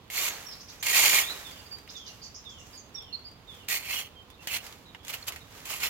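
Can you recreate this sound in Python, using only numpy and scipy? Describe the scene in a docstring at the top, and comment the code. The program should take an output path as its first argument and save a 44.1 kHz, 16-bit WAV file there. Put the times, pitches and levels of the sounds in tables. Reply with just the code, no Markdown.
"""Raking a garden

A steel fan rake is pulled over soil and paving, close by and a little to the right. Stick-slip friction
excites the bending modes of its tines, while grit cracks and clods crumble in trains of small impulses.
Between strokes leaves rustle and settle. Small birds whistle and twitter from the hedges in
frequency-modulated tones, over a faint distant rumble."""
import sys
import numpy as np
from scipy import signal
from scipy.fft import rfft, irfft
from scipy.io import wavfile
from scipy.ndimage import uniform_filter1d

SR = 44100
rng = np.random.default_rng(int(sys.argv[2]) if len(sys.argv) > 2 else 0)


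def to_wav(sig):
    """Store sig (one row per channel, or 1-D mono) as 16-bit WAV at the path in sys.argv[1].

    Samples outside -1..1 are clipped; the rate is SR.
    """
    pcm = np.clip(np.atleast_2d(sig), -1, 1) * 32767
    pcm = np.round(pcm).astype(np.int16)
    wavfile.write(sys.argv[1], SR, pcm.T)  # frames by channels


N = 259749
TIME = np.arange(N) / SR


def undb(db):
    """Amplitude ratio of a level in decibels."""
    return 10 ** (np.asarray(db) / 20)


def unit(x):
    """Normalisation to unit rms."""
    return x / np.sqrt(np.mean(x ** 2))


def band_unit(x, low_hz, high_hz):
    """Normalisation to unit rms within a pass band."""
    inside = signal.sosfilt(signal.butter(4, [low_hz, high_hz], "band", fs=SR, output="sos"), x)
    return x / np.sqrt(np.mean(inside ** 2))


def convolve(x, response):
    """Linear system: each channel is convolved with one impulse response."""
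    return signal.oaconvolve(x, np.reshape(response, (1,) * (x.ndim - 1) + (-1,)), axes=-1)[..., :N]


def colour(x, spectrum, size=2048):
    """Minimum-phase filter through (f/Hz, level/dB) points, by folding the cepstrum."""
    hz, db = np.transpose(spectrum)
    grid = np.maximum(np.fft.rfftfreq(size, 1 / SR), 1)
    cepstrum = irfft(np.log(undb(np.interp(np.log(grid), np.log(hz), db))))
    cepstrum[1:size // 2] *= 2
    cepstrum[size // 2 + 1:] = 0
    return convolve(x, irfft(np.exp(rfft(cepstrum))))


def ring(x, hz, width_hz):
    """Damped resonator: an impulse response of unit energy whose bandwidth sets its decay."""
    t = TIME[:8192]
    response = np.exp(-np.pi * width_hz * t) * np.cos(2 * np.pi * hz * t)
    return convolve(x, response / np.linalg.norm(response))


def body(x, modes):
    """Modal superposition of (f/Hz, bandwidth/Hz, level/dB) resonances."""
    return sum(undb(db) * ring(x, hz, width) for hz, width, db in modes)


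def wander(rate_hz):
    """Random modulation of unit rms: linear ramps between Gaussian values."""
    step = max(int(SR / rate_hz), 2)
    stairs = np.repeat(rng.standard_normal(N // step + 1), step)
    return unit(uniform_filter1d(stairs, step)[:N])


def clicks(per_s, spread_db):
    """Poisson process of impulses, many small and a few large."""
    hit = rng.random(N) < per_s / SR
    size = undb(spread_db * np.minimum(rng.exponential(size=N), 4))
    return unit(hit * size * rng.choice([-1, 1], N))


def bursts(events, decay_s):
    """Impact transients: exponentially decaying noise at each (t/s, level/dB)."""
    envelope = sum(undb(db) * (TIME >= s) * np.exp(-np.abs(TIME - s) / decay_s) for s, db in events)
    return rng.standard_normal(N) * envelope


def swell(start_s, attack_s, lift_s, release_s, bite_db=15, sag_db=2, fall_db=17):
    """Force envelope of a gesture: it builds up, sags while held and decays exponentially once lifted."""
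    to_go = np.clip(1 - (TIME - start_s) / attack_s, 0, 1)
    held = np.clip((TIME - start_s - attack_s) / max(lift_s - start_s - attack_s, 1 / SR), 0, 1)
    released = np.maximum(TIME - lift_s, 0) / release_s
    return (TIME >= start_s) * undb(-bite_db * to_go ** 1.01 - sag_db * held - fall_db * released)


def ears(x, scatter_db, scatter_s, right_db=3.5, lag_s=.00009, spread_s=.00004):
    """Interaural time and level differences: each impulse has its own spot and spray of reflections."""
    at = np.flatnonzero(x)
    lag = np.round(SR * (lag_s + spread_s * rng.standard_normal(N)[at])).astype(int)
    left = np.bincount(np.clip(at + lag, 0, N - 1), x[at], N)
    decay = np.exp(-TIME[:4096] / scatter_s)
    spray = np.sqrt(np.abs(convolve(x ** 2, decay / decay.sum()))) * rng.standard_normal((2, N))
    both = (np.array([left, x]) + undb(scatter_db) * spray) / np.hypot(1, undb(scatter_db))
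    return both * undb(right_db * np.array([[-.5], [.5]]))


def distant(x, pan_db, foliage_db, echo_db, t60_s, foliage_t60_s=0.049):
    """Multipath propagation: direct sound, scattering by foliage and reverberation from walls."""
    t = TIME[:SR]
    out = []
    for side, lag_samples in ((-1.35, 7), (1, 0)):
        smear = rng.standard_normal(SR) * undb(-60 * t / foliage_t60_s)
        tail = rng.standard_normal(SR) * undb(-60 * t / t60_s)
        early = smear * undb(foliage_db) / np.linalg.norm(smear)
        early[lag_samples] += 1
        response = early * undb(side * pan_db / 2) + tail * undb(echo_db) / np.linalg.norm(tail)
        out.append(convolve(x, response))
    return np.array(out)


def surroundings(x, echo_db, t60_s):
    """Early reflections from paving and stems colour each ear, anew at every spot."""
    t = TIME[:4096]
    tails = rng.standard_normal((2, len(t))) * undb(-60 * t / t60_s)
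    tails = np.diff(tails, prepend=0)  # small things reflect mostly treble
    responses = tails * undb(echo_db) / np.linalg.norm(tails, axis=1, keepdims=True) + (t == 0)
    return np.array([convolve(ear, response) for ear, response in zip(x, responses)])


# spectrum of the open air: f/Hz, relative level/dB
AIR_SPECTRUM = [(15, -38.5), (25, -1.5), (86, 2.5), (142, -4), (286, -6.5), (344, -11), (475, -8),
                (573, -12.5), (1120, -13), (1670, -22.5), (3540, -21), (3930, -24.5), (4620, -25.5),
                (9020, -57.5), (15000, -40.5)]


def garden(level_db=-54, right_db=4.8):
    """Diffuse field of distant rumble and air: coherence between the ears falls with frequency."""
    mid, side = (colour(rng.standard_normal(N), AIR_SPECTRUM, size=16384) for _ in range(2))
    side = colour(side, [(70, -27), (160, -9.5), (400, -10), (1000, -3.0), (3000, 1)])
    both = (mid + side * np.array([[1], [-1]])) / np.std(mid)
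    return both * undb(level_db + 0.32 * wander(4.84) + right_db * np.array([[-.5], [.5]]))


# repeats of one falling whistle: t/s, relative level/dB
WHISTLE_CALLS = [(1.435, -42.5), (1.935, -40.5), (2.442, -42), (2.95, -43), (3.467, -44)]
# its contour: t/s from the onset, f/Hz, relative level/dB
WHISTLE_CONTOUR = [(0, 3850, -7), (.03, 3555, 7.5), (0.071, 3305, -2.5), (.12, 3120, -8), (0.183, 2680, -2)]


def whistles(waver_hz=30):
    """A bird whistles a near-pure tone, whose phase is the integral of a falling frequency."""
    whistle = np.zeros(N)
    contour_s, contour_hz, contour_db = np.transpose(WHISTLE_CONTOUR)
    t = TIME[:int(contour_s[-1] * SR)]
    for s, db in WHISTLE_CALLS:
        hz = np.interp(t, contour_s, contour_hz) + waver_hz * wander(233)[:len(t)]
        gain = undb(db + np.interp(t, contour_s, contour_db)) * signal.windows.tukey(len(t), .15)
        whistle[int(s * SR):][:len(t)] += gain * np.sin(2 * np.pi * np.cumsum(hz) / SR)
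    return distant(whistle * undb(-9), pan_db=15.2, foliage_db=-10, echo_db=0.66, t60_s=0.49)


def sing(notes, buzz_hz, rasp):
    """Frequency modulation of gliding tones by a periodic buzz and a random rasp."""
    voice = np.zeros(N)
    for s, length, start_hz, end_hz, db, depth_hz in notes:
        n = int(length * SR)
        shake = np.sin(2 * np.pi * buzz_hz * TIME[:n]) + rasp * wander(700)[:n]
        hz = np.linspace(start_hz, end_hz, n) + depth_hz * shake
        gain = undb(db) * signal.windows.tukey(n, .4)
        voice[int(s * SR):][:n] += gain * np.sin(2 * np.pi * np.cumsum(hz) / SR)
    return voice


# song notes: t/s, duration/s, start f/Hz, end f/Hz, relative level/dB, buzz deviation/Hz
SONG_NOTES = [ (0.291, 0.018, 6970, 6240, -41.5, 60), (0.329, .044, 6180, 6180, -52, 80),
              (0.454, 0.095, 5730, 4900, -45, 90), (.795, 0.023, 6000, 6660, -49.5, 200),
              (1.215, 0.12, 3200, 4170, -39.5, 70), (1.707, 0.054, 4750, 4680, -44.5, 55),
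              (2.21, 0.071, 4680, 4750, -47.5, 200), (2.723, 0.071, 4970, 4650, -51.5, 170),
              (2.768, .045, 6700, 6300, -50.5, 252), (2.672, .012, 9300, 9600, -67, 250),
              (2.72, 0.0086, 9300, 9500, -66, 250), (2.758, 0.011, 9150, 8700, -61, 250),
              (2.941, 0.056, 5635, 5350, -42.5, 60.3), (3.124, 0.037, 4290, 4280, -38.5, 130),
              (3.242, 0.051, 4790, 4700, -48, 100), (4.11, .04, 3780, 3320, -70, 70.4),
              (4.149, 0.084, 3210, 3084, -56.5, 25), (4.293, 0.067, 3340, 3790, -61.5, 90),
              (4.387, 0.047, 2717, 2740, -55.5, 70), (4.849, 0.065, 3850, 3740, -58, 110),
              (4.98, 0.12, 3300, 3460, -61, 110), (5.404, 0.025, 3840, 3700, -56, 80)]


def song(pip_hz=4730, pip_every_s=.07):
    """Birds twitter in frequency-modulated glides and an even run of three soft pips."""
    pips = [(1.515 + k * pip_every_s, 0.025, pip_hz, pip_hz, -54.5, 110) for k in range(3)]
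    voice = sing(SONG_NOTES + pips, buzz_hz=170, rasp=0.51) * undb(0.5)
    return distant(voice, pan_db=10.3, foliage_db=0, echo_db=-1.1, t60_s=0.41)


# chips that climb as the phrase goes on: t/s, centre f/Hz, relative level/dB
CHIP_CALLS = [(.51, 4500, -43.5), (0.593, 5350, -44), (.678, 5300, -43.5), (1.883, 5000, -41.5),
              (1.956, 5100, -44), (2.057, 5170, -40.5), (2.223, 5650, -43.5), (2.34, 5300, -40),
              (2.486, 6000, -48), (2.581, 6150, -49), (2.649, 6450, -53)]


def chips(length_s=.029, rise_hz=1380, depth_hz=594):
    """Raspy upward sweeps from a bird deep in the hedge, smeared by multiple scattering."""
    notes = [(s, length_s, hz - rise_hz / 2, hz + rise_hz / 2, db, depth_hz) for s, hz, db in CHIP_CALLS]
    voice = sing(notes, buzz_hz=138.6, rasp=1.0) * undb(-9.5)
    return distant(voice, pan_db=3.4, foliage_db=10.2, echo_db=4.1, t60_s=0.77, foliage_t60_s=0.2)


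# spectrum of dry leaves and twigs: f/Hz, relative level/dB
LEAF_SPECTRUM = [(150, -0.5), (400, 9), (900, 9.5), (2200, 11), (3500, 8), (5000, 6.5), (7000, 6.5),
                 (8800, -1.5), (13000, 3), (16000, -2)]
# leaves stirred: t/s, rise/s, settling/s, peak band level/dB
LEAF_STIRS = [ (.28, 0.027, 0.31, -47), (.66, 0.082, 0.16, -59), (1.22, 0.095, 0.42, -48.5),
              (1.89, 0.026, 0.19, -61), (2.06, 0.025, 0.48, -63), (2.5, 0.26, 0.082, -64.5),
              (2.92, .035, 0.093, -66), (3.119, 0.026, 0.09, -72), (3.471, 0.082, 0.21, -62.5),
              (4.404, 0.029, 0.19, -59), (4.61, 0.034, 0.19, -53), (5.031, 0.076, 0.35, -53.5),
              (5.28, 0.059, 0.16, -57.5), (5.47, 0.11, 0.6, -57.5)]


def leaves(rest_db=-75.5):
    """Dry leaves brush in a fine crackle with stray ticks; incoherent rustles add in power."""
    crackle = ears(clicks(4000, 1.5) + 0.39 * clicks(160, 4.3), 0, 0.0028)
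    rustle = band_unit(colour(crackle, LEAF_SPECTRUM), 11650, 14800)
    power = sum((undb(db) * swell(s, rise, s + rise, settle)) ** 2 for s, rise, settle, db in LEAF_STIRS)
    return rustle * np.sqrt(power + undb(rest_db) ** 2)


# twigs and crumbs breaking: t/s, relative level/dB
TWIG_SNAPS = [(1.7244, -46), (1.7848, -45), (2.4418, -53), (3.023, -49.5), (3.315, -56), (4.3016, -48),
              (4.6655, -39), (4.7251, -41)]


def snaps():
    """Brittle fracture: each twig or crumb gives one short broadband burst."""
    return undb(1) * colour(ears(bursts(TWIG_SNAPS, 0.0022), 0, 0.0067), LEAF_SPECTRUM)


# knock of the rake: t/s, relative level/dB
RAKE_KNOCKS = [(4.9475, -28.5)]
# its modes: f/Hz, bandwidth/Hz, relative level/dB
RAKE_MODES = [(960, 200, -13), (1830, 320, -6), (2180, 250, -13), (2740, 180, -12)]
# treble loss on soft soil: f/Hz, gain/dB
SOIL_CUSHION = [(3000, 1), (9000, -6)]


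def knock():
    """An impact excites heavily damped modes of the rake; soft soil takes the edge off."""
    blow = ears(bursts(RAKE_KNOCKS, 0.0016), 2.5, 0.0041)
    return undb(-0.5) * colour(body(blow, RAKE_MODES), SOIL_CUSHION)


# a tine on a stone: t/s, duration/s, level/dB
STONE_RUBS = [(0.15, 0.054, -37.5), (0.313, 0.064, -46.5), (5.224, 0.012, -45)]


def squeals(hz=4340, width_hz=130):
    """Friction on a stone drives the second bending mode of a tine."""
    gain = np.zeros(N)
    for s, length, db in STONE_RUBS:
        n = int(length * SR)
        gain[int(s * SR):][:n] += undb(db) * signal.windows.tukey(n, .5)
    return gain * ring(ears(clicks(1500, 4.2), -6, .004), hz, width_hz)


# spectrum of crumbling clods: f/Hz, relative level/dB
SOIL_SPECTRUM = [(80, -42.5), (200, -10.5), (400, 3), (700, 4), (1200, 10.5), (1700, 2.5), (3000, 8),
                 (8000, -17)]


def soil():
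    """Shot noise of crumbling clods, strongest in the middle frequencies."""
    return band_unit(colour(ears(clicks(1800, 2.7), -2, .008), SOIL_SPECTRUM), 350, 1400)


# spectrum of cracking grit: f/Hz, relative level/dB
GRIT_SPECTRUM = [(150, -54.5), (400, -15), (1200, -12.5), (3000, -0.5), (4500, -3), (5300, -7.5),
                 (7000, -0.5), (8800, -9), (11000, -7), (14000, -3.5), (16000, -14.5)]


def grit():
    """Dense, bright shot noise of grains cracking under the tines."""
    return band_unit(colour(ears(clicks(4500, 2.5), -2, .0015), GRIT_SPECTRUM), 8500, 16000)


# resonances shared by the whole fan: f/Hz, bandwidth/Hz, relative level/dB
FAN_RESONANCES = [(805, 70, -25.5), (1000, 250, -18), (1625, 100, -25), (2160, 300, -1.5),
                  (2720, 800, -7.5), (4240, 140, -5), (6420, 310, -17.5), (8700, 110, -13),
                  (13050, 1300, -17)]


def fan(force):
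    """Forced vibration of the steel fan as one body."""
    return body(force, FAN_RESONANCES)


# main bending mode of each tine: f/Hz, weight/dB before compression
TINE_PITCHES = [(1911, -48), (2175, -40), (2379, -53.5), (2492, -55), (2654, -58), (2686, -70),
                (2907, -26.5), (3225, -13.5)]
# bending modes of one tine: ratio to its main mode, bandwidth/Hz, relative level/dB
BENDING_MODES = [(1, 42, 3), (1.92, 34.6, -7), (3.05, 38.4, -19.5), (5.3, 91.6, -8.5)]


def tines(bite_hz, slips_per_s=600, reach_hz=420):
    """Stick-slip excites each tine independently; those near the biting part of the fan ring loudest."""
    out, power = 0, 0
    for hz, db in TINE_PITCHES:
        share = undb(0.23 * db) / (1 + ((hz - bite_hz) / reach_hz) ** 2)
        slips = ears(clicks(slips_per_s, 6.5), -4.5, 0.0061)
        modes = [(ratio * hz, width, mode_db) for ratio, width, mode_db in BENDING_MODES]
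        out = out + share * body(slips, modes)
        power = power + share ** 2
    return out / np.sqrt(power)


# tines landing or flicking free: t/s, relative level/dB, ring offset/dB
TINE_TAPS = [(0.101, -33, 6), (0.828, -21, -1), (0.8673, -12.5, -2), (1.8768, -50, 14),
             (3.6857, -15.5, -22), (4.4728, -19, 3.5), (5.049, -32.5, -16), (5.0694, -33, -6),
             (5.0815, -25, -7), (5.1368, -28, 3), (5.3221, -31.5, 3), (5.361, -36.5, 12),
             (5.655, -27.5, -4)]


def taps():
    """Impulsive excitation: a contact tick, then free vibration of the fan and its tines."""
    contact = bursts([(s, db) for s, db, _ in TINE_TAPS], 0.0026)
    tick = colour(ears(contact, 0, 0.0047), GRIT_SPECTRUM)
    blow = ears(bursts([(s, db + ring_db) for s, db, ring_db in TINE_TAPS], 0.0011), -1.5, 0.0064)
    steel = fan(blow) + body(blow, [(hz, 45, -8) for hz, _ in TINE_PITCHES])
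    return undb(0.5) * tick + undb(-9.5) * steel


# pulls of the rake: start t/s, lift t/s, attack/s, release/s, relative level/dB, ring offset/dB,
# soil offset/dB, f/Hz of the tines that bite first, f/Hz of those that bite last
RAKE_PULLS = [ (0.103, 0.289, 0.07, 0.019, -32.5, -6, -8.5, 2310, 2500),
              (0.826, 1.191, 0.15, 0.069, -24.5, -5, -10.5, 2300, 2270),
              (3.682, 3.765, 0.021, 0.051, -32.5, -3.5, -14.5, 2400, 2180),
              (3.825, 4.003, 0.091, 0.05, -39.5, 0, -9.5, 2330, 2880),
              (4.47, 4.569, 0.074, 0.027, -35.5, 0.5, -13.5, 2930, 2700),
              (5.084, 5.105, 0.018, 0.0096, -37, -4, -11, 2800, 2780),
              (5.126, 5.145, 0.015, 0.022, -36.5, -3.5, -16, 2820, 2830),
              (5.268, 5.289, 0.015, 0.016, -31.5, -19, -9.5, 2740, 2800),
              (5.652, 5.73, 0.059, 0.14, -37.5, -5.5, -4.5, 2680, 2460),
              (5.802, 5.864, 0.037, 0.029, -33, -2.5, -10, 2400, 2530)]


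def scrape(ring_on_s=0.017, crumble_on_s=0.042):
    """Sliding friction drives grit, steel and soil; the juddering drag modulates their amplitude."""
    bite_path = []
    for s, lift, *_, first_hz, last_hz in RAKE_PULLS:
        bite_path += [(s, first_hz), (lift, last_hz)]
    bite_hz = np.interp(TIME, *np.transpose(bite_path))
    judder = undb(0.97 * wander(75))
    cracking = grit()
    drag = ears(clicks(2000, 4.9), -3.5, 0.0032)
    steel = fan(drag) + undb(1.5) * tines(bite_hz)
    crumbling = soil()
    out = 0
    for s, lift, attack, release, db, ring_db, soil_db, *_ in RAKE_PULLS:
        stroke = (cracking * swell(s, attack, lift, release) * undb(-3)
                  + steel * swell(s, attack, lift, release + ring_on_s) * undb(ring_db - 2)
                  + crumbling * swell(s, attack, lift, release + crumble_on_s) * undb(soil_db - 3.5))
        out = out + surroundings(judder * stroke * undb(db), echo_db=-1.5, t60_s=.022)
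    return out


def scene():
    """Superposition of rake, twigs, leaves, birds and air."""
    raking = scrape() + squeals() + taps() + snaps() + knock() + leaves()
    birds = whistles() + song() + chips()
    return raking + birds + garden()


def record(dry, low_cut_hz=50, top_hz=16050):
    """Band limiting: a gentle high-pass thins the deep bass and a steep low-pass cuts the top."""
    thin = signal.sosfilt(signal.butter(2, low_cut_hz, "high", fs=SR, output="sos"), dry)
    return signal.sosfilt(signal.ellip(10, .2, 75, top_hz, fs=SR, output="sos"), thin)


dry = scene()
out = record(dry)
to_wav(out)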